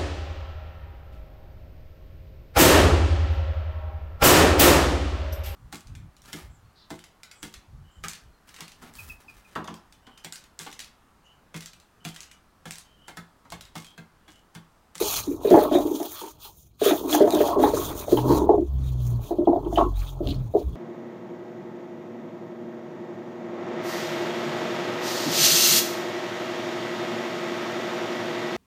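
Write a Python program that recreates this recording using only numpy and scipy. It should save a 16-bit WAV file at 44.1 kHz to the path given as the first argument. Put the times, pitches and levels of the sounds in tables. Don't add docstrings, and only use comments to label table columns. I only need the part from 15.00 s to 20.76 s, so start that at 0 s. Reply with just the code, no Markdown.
import sys
import numpy as np
from scipy import signal
from scipy.io import wavfile
from scipy.ndimage import uniform_filter1d, minimum_filter1d

SR = 44100
rng = np.random.default_rng(int(sys.argv[2]) if len(sys.argv) > 2 else 0)


def waveform_to_disk(signal):
    frames = np.transpose(np.atleast_2d(signal))
    scaled = np.clip(frames, -1, 1) * 32767
    samples = np.round(scaled).astype(np.int16)
    wavfile.write(sys.argv[1], SR, samples)


N = 253865

# time_s, level_db
WIND_LEVELS = [(0.0, -35.5), (0.27, -46), (0.5, -40.5), (1.3, -56.5), (2.7, -35.5), (4.18, -32.5),
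               (4.31, -43), (5.03, -33), (5.15, -52), (5.28, -20.5), (5.56, -36), (5.64, -40), (5.76, -31)]
# time_s, fundamental_hz, order_1_db, order_2_db, order_3_db
HUM_SURGES = [
    [(3.08, 57.4, -82, -29, -85), (3.314, 66.1, -27.5, -24, -33.5), (3.562, 68, -38.5, -79, -54),
     (3.752, 66.1, -25, -32, -74), (4.164, 58.86, -31.5, -22, -45), (4.3, 59.6, -38, -47, -54)],
    [(4.55, 51.2, -44, -86, -49), (4.692, 51.3, -33, -40, -42.5), (5.016, 44.5, -22.5, -33, -51),
     (5.082, 45.1, -36.5, -46, -42), (5.416, 42.4, -32, -40, -29.5), (5.52, 34.2, -67, -52, -23)],
    [(5.6, 63, -37.5, -41, -67), (5.67, 64, -17, -66, -67), (5.76, 55.2, -49, -43, -76)],
]

# centre_hz, width_hz, level_db
FOLD_PEAKS = [(1186, 187, 20), (2435, 290, 11.5), (3330, 350, 17.5), (3767, 140, 20), (4147, 510, 14.5)]
# centre_hz, width_hz, level_db
FILM_PEAKS = [(6450, 1230, -1), (9100, 380, -5), (9720, 1000, -10), (14850, 2100, -2.5)]
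# full_from_s, held_s, film_db, folds_re_film_db
BAG_STRETCHES = [(0, 0.19, -31, -3.5), (0.269, 0.066, -48, -9.5), (0.472, 0.17, -42, 0),
                 (0.751, 0.009, -40.5, 4.5), (.82, 0.46, -47.5, -4.5), (0.968, 0.096, -43.5, -4.5),
                 (1.13, 0.094, -45, -2), (1.451, 0.0081, -45.5, -4), (1.601, 0.0084, -54.5, -20),
                 (1.857, 0.046, -29, 1), (1.95, 0.14, -48, -7), (2.124, 0.019, -29.5, -1.5),
                 (2.2, 0.2, -47, -0.5), (2.341, 0.15, -39, 1), (2.63, 0.62, -49, -7),
                 (2.641, 0.044, -39.5, -1), (2.768, 0.14, -38, -4.5), (2.998, 0.014, -37, -4.5),
                 (3.124, 0.067, -42, -3.5), (3.312, 0.068, -42.5, -0.5), (3.869, 0.028, -55, -3),
                 (4.069, 0.042, -52.5, -4.5), (4.262, 0.038, -51.5, -3), (3.46, 2.8, -67, 1),
                 (4.758, 0.024, -47, -10), (4.998, 0.095, -52.5, 3.5), (5.29, 0.018, -53.5, 7),
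                 (5.603, 0.0066, -60.5, 1.5)]
SWELL_S, FADE_DB_PER_S, BAG_AT_REST_DB = 0.081, 223, -75
# start_s, level_db
CREASE_SNAPS = [(0.5044, -23.5), (0.7864, -28), (1.03, -29), (1.12, -37), (1.2161, -32), (2.3061, -18),
                (2.3223, -34), (2.3499, -21)]
# start_s, level_db, t60_s
CORNER_CATCHES = [(5.273, -29.5, 0.018), (5.288, -34.5, 0.075), (5.304, -34.5, 0.078)]
# low_hz, high_hz
CATCH_BAND_HZ = [2850, 4450]

# start_s, level_db, ring_hz
EDGE_CHINKS = [(1.4491, -34.5, 4100), (2.128, -12.5, 3366), (3.172, -20.5, 3140), (4.455, -41.5, 3300),
               (4.6476, -44, 3150), (4.758, -21, 3040), (4.778, -20.5, 3060), (5.344, -37.5, 4300)]
# time_s, thud_db, upper_re_thud_db
TUMBLE_LEVELS = [(0.0, -45, 12.5), (0.3, -53.5, 0.5), (0.64, -24.5, -3.5), (0.85, -31.5, -8.5),
                 (1.2, -59.5, 4.5), (1.84, -79.5, -3.5), (1.99, -36, -8), (2.46, -29, 2.5), (2.53, -29, -2),
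                 (3.06, -38, -4.5), (3.37, -24, -4), (3.5, -29.5, -11), (3.65, -68.5, 7), (4.36, -44, -5.5),
                 (4.52, -48.5, -3), (4.67, -44, 4.5), (4.95, -61, 7.5), (5.26, -42.5, -7.5), (5.45, -62, 7),
                 (5.76, -45.5, -13.5)]
# start_s, thud_db, thud_hz, upper_db, upper_hz
LUMP_KNOCKS = [(0.006, -13.5, 406, -47, 614), (0.268, -3, 252, -50, 616), (0.306, -17.5, 352, -59, 614),
               (0.446, -5, 436, -22, 584), (0.508, 3.5, 383, -10.5, 570), (0.524, -2, 350, -12.5, 620),
               (0.539, -0.5, 330, 0, 746), (0.57, -3, 463, -12.5, 598), (0.711, -7.5, 290, -16, 635),
               (0.748, -2.5, 340, -12.5, 648), (0.844, -13, 304, -44, 657), (0.907, -11.5, 331, -35, 840),
               (0.999, -15, 315, -24, 743), (1.213, -27.5, 395, -38, 940), (1.233, -27.5, 330, -35.5, 918),
               (1.449, -45, 397, -42, 890), (1.813, -7.5, 410, -21.5, 641), (1.858, -2, 413, -20, 600),
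               (1.907, -8, 324, -14.5, 737), (2.04, -14.5, 298, -32, 713), (2.126, -10, 303, -21.5, 737),
               (2.145, -11, 342, -12.5, 757), (2.204, 1.5, 403, -5, 556), (2.271, -9, 338, -17, 656),
               (2.331, -4.5, 353, -18, 640), (2.403, -6.5, 417, -12.5, 644), (2.482, -37, 403, -24, 840),
               (2.527, -42, 350, -20, 1100), (2.56, -9, 393, -19, 570), (2.589, -3.5, 298, -17, 626),
               (2.634, -5, 392, -7.5, 772), (2.735, -8.5, 443, -25.5, 590), (2.7666, -13.5, 350, -17, 1200),
               (3.079, -14, 498, -24, 640), (3.121, -0.5, 365, -24, 600), (3.171, -51.5, 397, -22, 910),
               (3.25, -6, 262, -27, 1030), (3.289, -4.5, 302, -23, 1000), (3.303, -3.5, 430, -21, 932),
               (3.416, -12.5, 313, -25, 890), (3.489, 1.5, 421, -4.5, 744), (3.576, -8, 342, -22, 567),
               (4.306, -13, 350, -19.5, 670), (4.384, -6.5, 332, -25.5, 619), (4.471, -1.5, 344, -9.5, 724),
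               (4.529, -15.5, 320, -15.5, 697), (4.565, -16.5, 350, -32, 660),
               (4.659, -15.5, 346, -39, 595), (4.725, -16, 318, -26, 713), (4.773, -18, 423, -11, 708),
               (4.782, -6.5, 350, -7.5, 1150), (4.819, -12, 322, -19, 1130), (5.204, -14.5, 346, -27, 585),
               (5.272, -13, 286, -34, 665), (5.536, -12, 505, -27, 620), (5.546, -5, 399, -20.5, 686)]
# mode_hz, level_db, t60_s
HEAP_MODES = [(276.7, -1, 0.1), (304.9, -2.5, 0.16), (350, 3, 0.075), (411.5, -1, 0.12), (451, 6, 0.033),
              (600, 8, 0.073), (689.4, 9, 0.037), (837.7, 5.5, 0.058), (930.6, 7.5, 0.051),
              (1030, -1, 0.099), (1100, -2, 0.11), (1285, 0, 0.026), (1625, -24, 0.058)]
UPPER_FROM_HZ = 530
CONTACT_CYCLES = 3.5

LIMIT_AMPLITUDE, CUTOFF_HZ = 0.71, 15700


def from_db(db):
    return 10 ** (np.asarray(db) / 20)


def rms_one(x):
    return x / np.sqrt(np.mean(x ** 2) + 1e-20)


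def in_time(rows):
    time_s, *columns = np.transpose(rows)
    return [np.interp(np.arange(N) / SR, time_s, column) for column in columns]


def butter(x, hz, kind, order=2):
    return signal.sosfilt(signal.butter(order, hz, kind, fs=SR, output="sos"), x)


def ring(clicks, hz, t60_s):
    radius = from_db(-60 / (t60_s * SR))
    angle = 2 * np.pi * hz / SR
    poles = [1, -2 * radius * np.cos(angle), radius * radius]
    return signal.lfilter([0, np.sin(angle)], poles, clicks + 1e-18)


def drift(hz):
    r = np.exp(-2 * np.pi * hz / SR)
    noise = rng.standard_normal(N + SR)
    return rms_one(signal.lfilter([1], [1, -2 * r, r * r], noise)[SR:])


def grains(per_s, spread_db):
    sizes = from_db(spread_db * np.minimum(rng.exponential(1, N), 4))
    sizes = sizes * rng.choice([-1, 1], N)
    return sizes * (rng.random(N) < per_s / SR)


def resonate(x, peaks, patchy_db):
    out = 0
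    for k, (hz, width_hz, level_db) in enumerate(peaks):
        r = np.exp(-np.pi * width_hz / SR)
        poles = [1, -2 * r * np.cos(2 * np.pi * hz / SR), r * r]
        zeros = np.array([1, 0, -1]) * (1 - r * r) / 2
        gain = from_db(level_db + patchy_db * drift(12))
        out = out + (-1) ** k * gain * signal.lfilter(zeros, poles, x)
    return out


def dying_bursts(bursts):
    t = np.arange(N) / SR
    return sum((t > s) * from_db(db - 60 * np.maximum(t - s, 0) / t60_s) for s, db, t60_s in bursts)


def wind(level_db=-4):
    rumble = butter(butter(rng.standard_normal(N), 95, "low"), 34, "high")
    strength_db = in_time(WIND_LEVELS)[0] + level_db + 3.2 * drift(4.0)
    return from_db(strength_db) * rms_one(rumble)


def low_hum():
    out, t = np.zeros(N), np.arange(N) / SR
    for surge in HUM_SURGES:
        fundamental_hz, *orders_db = in_time(surge)
        phase = 2 * np.pi * np.cumsum(fundamental_hz) / SR
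        start_s, end_s = surge[0][0], surge[-1][0]
        fade = np.clip(np.minimum(t - start_s, end_s - t) / 0.11, 0, 1)
        orders = sum(from_db(db) * np.sin((k + 1) * phase) for k, db in enumerate(orders_db))
        out += np.sqrt(2) * fade * orders
    return out


def bag_envelope(levels_db):
    t, power = np.arange(N) / SR, from_db(BAG_AT_REST_DB) ** 2
    for (full_s, held_s, *_), db in zip(BAG_STRETCHES, levels_db):
        rise_db = max(db - BAG_AT_REST_DB, 10)
        loss_db = rise_db * (np.maximum(full_s - t, 0) / SWELL_S) ** 2
        loss_db = loss_db + np.maximum(FADE_DB_PER_S * (t - full_s - held_s), 0)
        power = power + from_db(db - loss_db) ** 2
    return np.sqrt(power)


def bag(clumps_db=1.37, notch_hz=7800):
    film = butter(resonate(grains(7000, spread_db=3.0), FILM_PEAKS, patchy_db=2.5), 4800, "high")
    film = butter(film, [notch_hz * 0.95, notch_hz * 1.05], "bandstop", order=1)
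    folds = butter(resonate(grains(3500, spread_db=-2.5), FOLD_PEAKS, patchy_db=3.5), 550, "high")
    _, _, film_db, folds_db = np.transpose(BAG_STRETCHES)
    sound = bag_envelope(film_db) * rms_one(film) + bag_envelope(film_db + folds_db) * rms_one(folds)
    return from_db(clumps_db * drift(43)) * sound


def snaps(t60_s=0.0098):
    shape = dying_bursts([(s, db, t60_s) for s, db in CREASE_SNAPS])
    return shape * butter(rng.standard_normal(N), [2500, 11000], "band", order=1)


def scrape():
    crackle = butter(grains(6000, spread_db=3), CATCH_BAND_HZ, "band", order=4)
    return dying_bursts(CORNER_CATCHES) * rms_one(crackle)


def chinks(t60_s=0.037, crunch_db=-8, crunch_decay_s=0.032):
    out, t = np.zeros(N), np.arange(SR // 10) / SR
    click = 1.0 * (t == 0)
    for start_s, level_db, hz in EDGE_CHINKS:
        crunch = butter(rng.standard_normal(len(t)), [hz * 0.8, hz * 1.25], "band")
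        crunch = crunch * np.exp(-t / crunch_decay_s)
        strike = ring(click, hz, 0.0025) * hz / SR
        sound = from_db(level_db) * (ring(strike, hz, t60_s) + from_db(crunch_db) * crunch)
        i = int(start_s * SR)
        out[i:i + len(t)] += sound
    return out


def is_thud(hz):
    return hz < UPPER_FROM_HZ


def soften(rings):
    thuds = sum(x for x, mode in zip(rings, HEAP_MODES) if is_thud(mode[0]))
    upper = butter(butter(sum(rings) - thuds, 480, "high"), 1450, "low", order=9)
    return butter(thuds, 830, "low", order=4), upper


def tumble(per_s=350):
    thud_db, upper_db = in_time(TUMBLE_LEVELS)
    bumps = grains(per_s, spread_db=-2.0)
    rings = []
    for hz, level_db, t60_s in HEAP_MODES:
        gain = from_db(level_db + 2.0 * drift(3.0))
        rings.append(ring(bumps * rng.standard_normal(N) * gain, hz, t60_s))
    thuds, upper = soften(rings)
    return from_db(thud_db) * (rms_one(thuds) + from_db(upper_db) * rms_one(upper))


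def knocks(thud_gain_db=-7, upper_gain_db=-3, focus_db_per_oct=30, upper_focus_db_per_oct=48,
           rattle_s=0.065, rebound_db=-6, fading_db=-1.15, grit_db=37, count=10):
    start_s, thud_db, thud_hz, upper_db, upper_hz = np.transpose(LUMP_KNOCKS)
    first = (start_s * SR).astype(int)
    luck = rng.standard_normal((len(start_s), count + 1, len(HEAP_MODES)))
    gaps_s = rattle_s / count * rng.uniform(0.15, 1.85, (len(start_s), count, len(HEAP_MODES)))
    later = ((start_s[:, None, None] + np.cumsum(gaps_s, axis=1)) * SR).astype(int)
    weaker = from_db(rebound_db + fading_db * np.arange(count))
    rings = []
    for k, (hz, level_db, t60_s) in enumerate(HEAP_MODES):
        if is_thud(hz):
            share_db = thud_db + thud_gain_db - focus_db_per_oct * np.abs(np.log2(hz / thud_hz))
        else:
            off_oct = np.abs(np.log2(hz / upper_hz))
            share_db = upper_db + upper_gain_db - upper_focus_db_per_oct * off_oct
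        blow = from_db(level_db + share_db)
        clicks = np.zeros(N)
        np.add.at(clicks, first, (-1) ** k * blow * from_db(2.0 * luck[:, 0, k]))
        np.add.at(clicks, later[:, :, k], blow[:, None] * weaker * luck[:, 1:, k])
        contact = ring(clicks, hz, CONTACT_CYCLES / hz) * 14 * hz / (CONTACT_CYCLES * SR)
        rings.append(ring(contact, hz, t60_s))
    thuds, upper = soften(rings)
    grit = butter(rng.standard_normal(N), [1200, 1900], "band")
    grit = grit * uniform_filter1d(np.abs(upper), size=661)
    grit = grit * bag_envelope(np.transpose(BAG_STRETCHES)[2])
    return thuds + upper + from_db(grit_db) * grit


def scene():
    background = wind() + low_hum()
    plastic = bag() + snaps() + scrape()
    coal = butter(knocks() + tumble(), 175.7, "high", order=4)
    return (background + plastic + chinks() + coal)[None]


def record(dry):
    needed = np.minimum(1, LIMIT_AMPLITUDE / (np.abs(dry) + 1e-9))
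    gain = uniform_filter1d(minimum_filter1d(needed, size=61), size=61)
    lowpass = signal.ellip(10, 0.5, 70, CUTOFF_HZ, fs=SR, output="sos")
    return signal.sosfilt(lowpass, gain * dry)


dry = scene()
out = record(dry)
waveform_to_disk(out)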